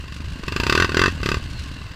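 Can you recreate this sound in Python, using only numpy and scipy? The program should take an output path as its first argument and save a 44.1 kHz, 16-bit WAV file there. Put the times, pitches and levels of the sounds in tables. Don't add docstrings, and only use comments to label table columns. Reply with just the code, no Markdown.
import sys
import numpy as np
from scipy import signal
from scipy.fft import rfft, irfft
from scipy.io import wavfile
from scipy.ndimage import uniform_filter1d

SR = 44100
rng = np.random.default_rng(int(sys.argv[2]) if len(sys.argv) > 2 else 0)


def materialize(psi):
    bounded = np.clip(np.atleast_2d(psi).T, -1, 1)
    quanta = np.round(bounded * 32767).astype(np.int16)
    wavfile.write(sys.argv[1], SR, quanta)


N = 85995
T = np.arange(N) / SR

# (time [s], level [dB])
RUMBLE_SPECTRUM = [(15, -6.5), (30, -3), (70, 3), (120, -4.5), (200, -14.5), (320, -20), (600, -48),
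                   (1500, -64)]
RUMBLE_DB = [(0, -36), (.2, -34.5), (.29, -31.5), (.38, -36.5), (.6, -30), (1.05, -30), (1.35, -28.5),
             (1.6, -31), (1.95, -38.5)]
# (time [s], level [dB])
TWIG_SPECTRUM = [(800, -25), (2500, 11.5), (4500, 7), (8200, -3), (12000, -11), (15500, -38)]
TWIG_DB = [(0, -48), (.35, -51), (1.3, -45), (1.5, -46.5), (1.68, -44), (1.95, -61)]
# (time [s], pitch [Hz], level [dB])
WHINE_GLIDE = [(1.35, 4350, -68), (1.52, 4364, -55), (1.595, 4110, -43.5), (1.66, 4110, -55),
               (1.8, 4010, -51), (1.95, 3800, -66)]
# (time [s], level [dB])
WHIRR_SPECTRUM = [(200, -27), (330, 1.5), (520, -0.5), (780, -5), (1080, 5.5), (1300, -3), (1540, 7),
                  (1840, -0.5), (2100, 1), (2360, -11), (2740, 8), (3300, -8), (4500, -2.5), (5600, -13.5),
                  (8000, -15), (11000, -32), (15500, -26)]
WHIRR_DB = [(0, -45.5), (.4, -43.5), (.7, -35.5), (1.15, -40), (1.4, -41.5), (1.65, -42.5), (1.95, -43)]
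# (time [s], level [dB])
KNOCK_SPECTRUM = [(50, -24), (110, 7), (180, -0.5), (280, 4.5), (400, -20.5), (700, -66), (2000, -70)]
KNOCK_DB = [(0, -53.5), (.4, -38.5), (1.15, -40.5), (1.4, -43.5), (1.65, -43), (1.95, -47.5)]
# (time [s], firing rate [1/s])
FIRING_RATE = [(0.0, 24.81), (0.148, 24.19), (0.392, 27.51), (0.451, 20.54), (0.497, 24.44), (0.55, 24.77),
               (0.638, 30.3), (0.723, 36.35), (0.814, 44.69), (0.861, 42.86), (0.919, 37.33),
               (1.001, 43.89), (1.06, 48.07), (1.151, 39.14), (1.259, 33.91), (1.34, 38.11), (1.629, 19.98),
               (1.95, 19.99)]
# (time [s], thump gain [dB], bark gain [dB])
THROTTLE_DB = [(0, -13.5, -30.5), (.125, -20.5, -22.5), (.39, -16, -34.5), (.435, -6.5, -18),
               (.48, -3.5, -10), (.522, -2.5, -12), (.563, 0, -6.5), (.6, 0, -5.5), (.634, -0.5, -7),
               (.666, 1, -5.5), (.696, 2.5, .5), (.725, 2.5, -1), (.75, 3, 0.5), (.824, 2.5, .5),
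               (.845, 1.5, -3), (.868, -27, -33), (.892, 0, -10), (.918, -2.5, -12), (.944, 1, -5),
               (.969, 4, -1), (1.016, 3.5, 1), (1.06, 2.5, 0), (1.08, 2.5, -7), (1.102, -22, -39),
               (1.203, -10, -24.5), (1.23, -2, -11), (1.26, 0.5, -7), (1.316, 1.5, -5), (1.343, -1, -8.5),
               (1.37, -4.5, -19), (1.41, -18.5, -33), (1.95, -23.5, -28)]
# (frequency [Hz], base level [dB], decay [s], share of thump gain [dB/dB])
SILENCER_MODES = [(85.4, -18, 0.014, 0.41), (158, -19.5, 0.0062, 0.51), (255, -23, 0.0049, 1.07),
                  (368.4, -16, 0.0037, 2.05), (540, -22.5, 0.00094, 0.6)]
# (frequency [Hz], width [Hz], relative gain at low revs [dB], relative gain at high revs [dB])
PIPE_RESONANCES = [(931, 49, -4, -13), (1080, 135, -3, -2), (1184, 192, -0.5, 1), (1537, 240, -4, 5),
                   (1844, 285, -7, -1), (2032, 120, -4.5, -5.5), (2546, 290, -4, -11.5),
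                   (2682, 205, -2.5, -3), (3460, 2550, -12, -12.5), (4740, 600, -8.5, -13),
                   (6010, 420, -18, -18), (7150, 280, -18.5, -20.5), (7910, 150, -19, -23),
                   (9640, 2300, -34.5, -36.5), (13100, 1900, -32, -45)]


def amp(db):
    return 10 ** (np.asarray(db) / 20)


def unit_rms(x):
    return x / np.sqrt(np.mean(x ** 2) + 1e-20)


def curve(table, t, column=1):
    rows = np.array(table, float)
    return np.interp(t, rows[:, 0], rows[:, column])


def add(mix, start_s, sound):
    part = mix[max(round(start_s * SR), 0):][:len(sound)]
    part += sound[:len(part)]


def noise(spectrum):
    hz, db = np.transpose(spectrum)
    gain = amp(np.interp(np.log(np.fft.rfftfreq(N, 1 / SR) + 1), np.log(hz + 1), db))
    return unit_rms(irfft(rfft(rng.standard_normal(N)) * gain, N))


def wobble(size):
    return unit_rms(uniform_filter1d(uniform_filter1d(rng.standard_normal(N), size), size))


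def whiten(burst, band_hz=1300):
    spectrum = rfft(burst)
    power = uniform_filter1d(abs(spectrum) ** 2, max(int(band_hz * len(burst) / SR), 1))
    return irfft(spectrum / np.sqrt(abs(power) + 1e-12), len(burst))


def cycles():
    return np.cumsum(curve(FIRING_RATE, T)) / SR


def firing_times():
    completed = cycles()
    return np.interp(np.arange(int(completed[-1]) + 1), completed, T)


def bike_rumble():
    return noise(RUMBLE_SPECTRUM) * amp(curve(RUMBLE_DB, T))


def wood_echoes(source, patterns=4, t60_s=0.099, gap_s=.006, echoes_per_s=2000, change_hz=5):
    t, out = T[:SR // 2], np.zeros(N)
    for k in range(patterns):
        echoes = rng.standard_normal(len(t)) * (rng.random(len(t)) < echoes_per_s / SR)
        echoes *= amp(-60 * t / t60_s) * (t > gap_s)
        fade = np.cos(2 * np.pi * change_hz * (1 + k // 2) * T - k * np.pi / 2) * np.sqrt(2 / patterns)
        out += signal.fftconvolve(source * fade, echoes / np.linalg.norm(echoes))[:N]
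    return out


def twigs(snaps_per_s=220, decay_s=.005, spread_db=1.8):
    snaps = rng.random(N) < snaps_per_s / SR
    strength = amp(spread_db * np.minimum(rng.exponential(1, N), 3))
    envelope = signal.lfilter([1], [1, -np.exp(-1 / (decay_s * SR))], snaps * strength)
    return noise(TWIG_SPECTRUM) * unit_rms(envelope) * amp(curve(TWIG_DB, T))


def gear_whine(width_hz=260):
    pole = np.exp(-np.pi * width_hz / SR)
    white = rng.standard_normal(N) + 1j * rng.standard_normal(N)
    fuzz = signal.lfilter([1], np.poly([pole, pole]), white)
    tone = np.exp(2j * np.pi * np.cumsum(curve(WHINE_GLIDE, T)) / SR)
    return unit_rms((fuzz * tone).real) * amp(curve(WHINE_GLIDE, T, column=2))


def chain_whirr(pulse_depth=0.19, flutter_db=1):
    hiss = noise(WHIRR_SPECTRUM)
    pulsing = 1 + pulse_depth * np.cos(4 * np.pi * cycles())
    flutter = amp(flutter_db * wobble(size=130))
    return hiss * unit_rms(pulsing * flutter) * amp(curve(WHIRR_DB, T))


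def case_knock(sharpness=1.4, lag_cycles=0.041):
    swell = np.exp(sharpness * np.cos(2 * np.pi * (cycles() - lag_cycles)))
    return noise(KNOCK_SPECTRUM) * unit_rms(swell) * amp(curve(KNOCK_DB, T))


def silencer_thump(spread_db=.7, low_cut_hz=58.5, high_cut_hz=640):
    t, out = T[:SR // 10], np.zeros(N)
    for start_s in firing_times():
        throttle_db = curve(THROTTLE_DB, start_s)
        for hz, base_db, decay_s, share in SILENCER_MODES:
            gain = amp(base_db + share * throttle_db + spread_db * rng.standard_normal())
            add(out, start_s, gain * np.exp(-t / decay_s) * np.sin(2 * np.pi * hz * t))
    f = np.fft.rfftfreq(N, 1 / SR)
    band = f ** 2 / (f ** 2 + low_cut_hz ** 2) / np.sqrt(1 + (f / high_cut_hz) ** 10)
    return irfft(rfft(out) * band, N)


def pipe_response(column, size=4096):
    f = abs(np.fft.fftfreq(size, 1 / SR))
    power = sum(amp(row[column]) ** 2 / (1 + ((f - row[0]) / row[1] * 2) ** 2) ** 2
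                for row in PIPE_RESONANCES)
    log_gain = np.log(power + 1e-10) / 2
    minimum_phase = np.exp(np.conj(signal.hilbert(log_gain)))
    return np.fft.ifft(minimum_phase).real[:size // 2]


def gas_burst(t, rise_s=.0006, decay_s=.003, tail_db=-13.5, tail_s=.012, crack_db=-17, crack_s=.0019):
    decay_s *= np.exp(.1 * rng.standard_normal())
    jet = (1 - np.exp(-t / rise_s)) * (np.exp(-t / decay_s) + amp(tail_db) * np.exp(-t / tail_s))
    burst = jet / np.linalg.norm(jet) * rng.standard_normal(len(t))
    add(burst, crack_s, -amp([crack_db]))
    return whiten(burst)


def exhaust_bark(base_db=-25, spread_db=.3, low_revs_hz=30.5, high_revs_hz=50.5):
    t, out = T[:SR // 10], np.zeros(N)
    slow_pipe, fast_pipe = pipe_response(column=2), pipe_response(column=3)
    for start_s in firing_times():
        revs = np.clip((curve(FIRING_RATE, start_s) - low_revs_hz) / (high_revs_hz - low_revs_hz), 0, 1)
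        pipe = (1 - revs) * slow_pipe + revs * fast_pipe
        ring = signal.fftconvolve(gas_burst(t), pipe)[:len(t)]
        level_db = base_db + curve(THROTTLE_DB, start_s, column=2) + spread_db * rng.standard_normal()
        add(out, start_s, unit_rms(ring) * amp(level_db))
    return out


def scene():
    bark, rumble, thump = exhaust_bark(), bike_rumble(), silencer_thump()
    echoes = amp(-11.5) * wood_echoes(bark)
    machinery = case_knock() + chain_whirr() + gear_whine()
    return (rumble + echoes + twigs() + machinery + thump + bark)[None]


def record(dry):
    low_pass = signal.firwin(255, 15500, window=("kaiser", 9), fs=SR)
    return signal.oaconvolve(dry, low_pass[None], "same")


dry = scene()
out = record(dry)
materialize(out)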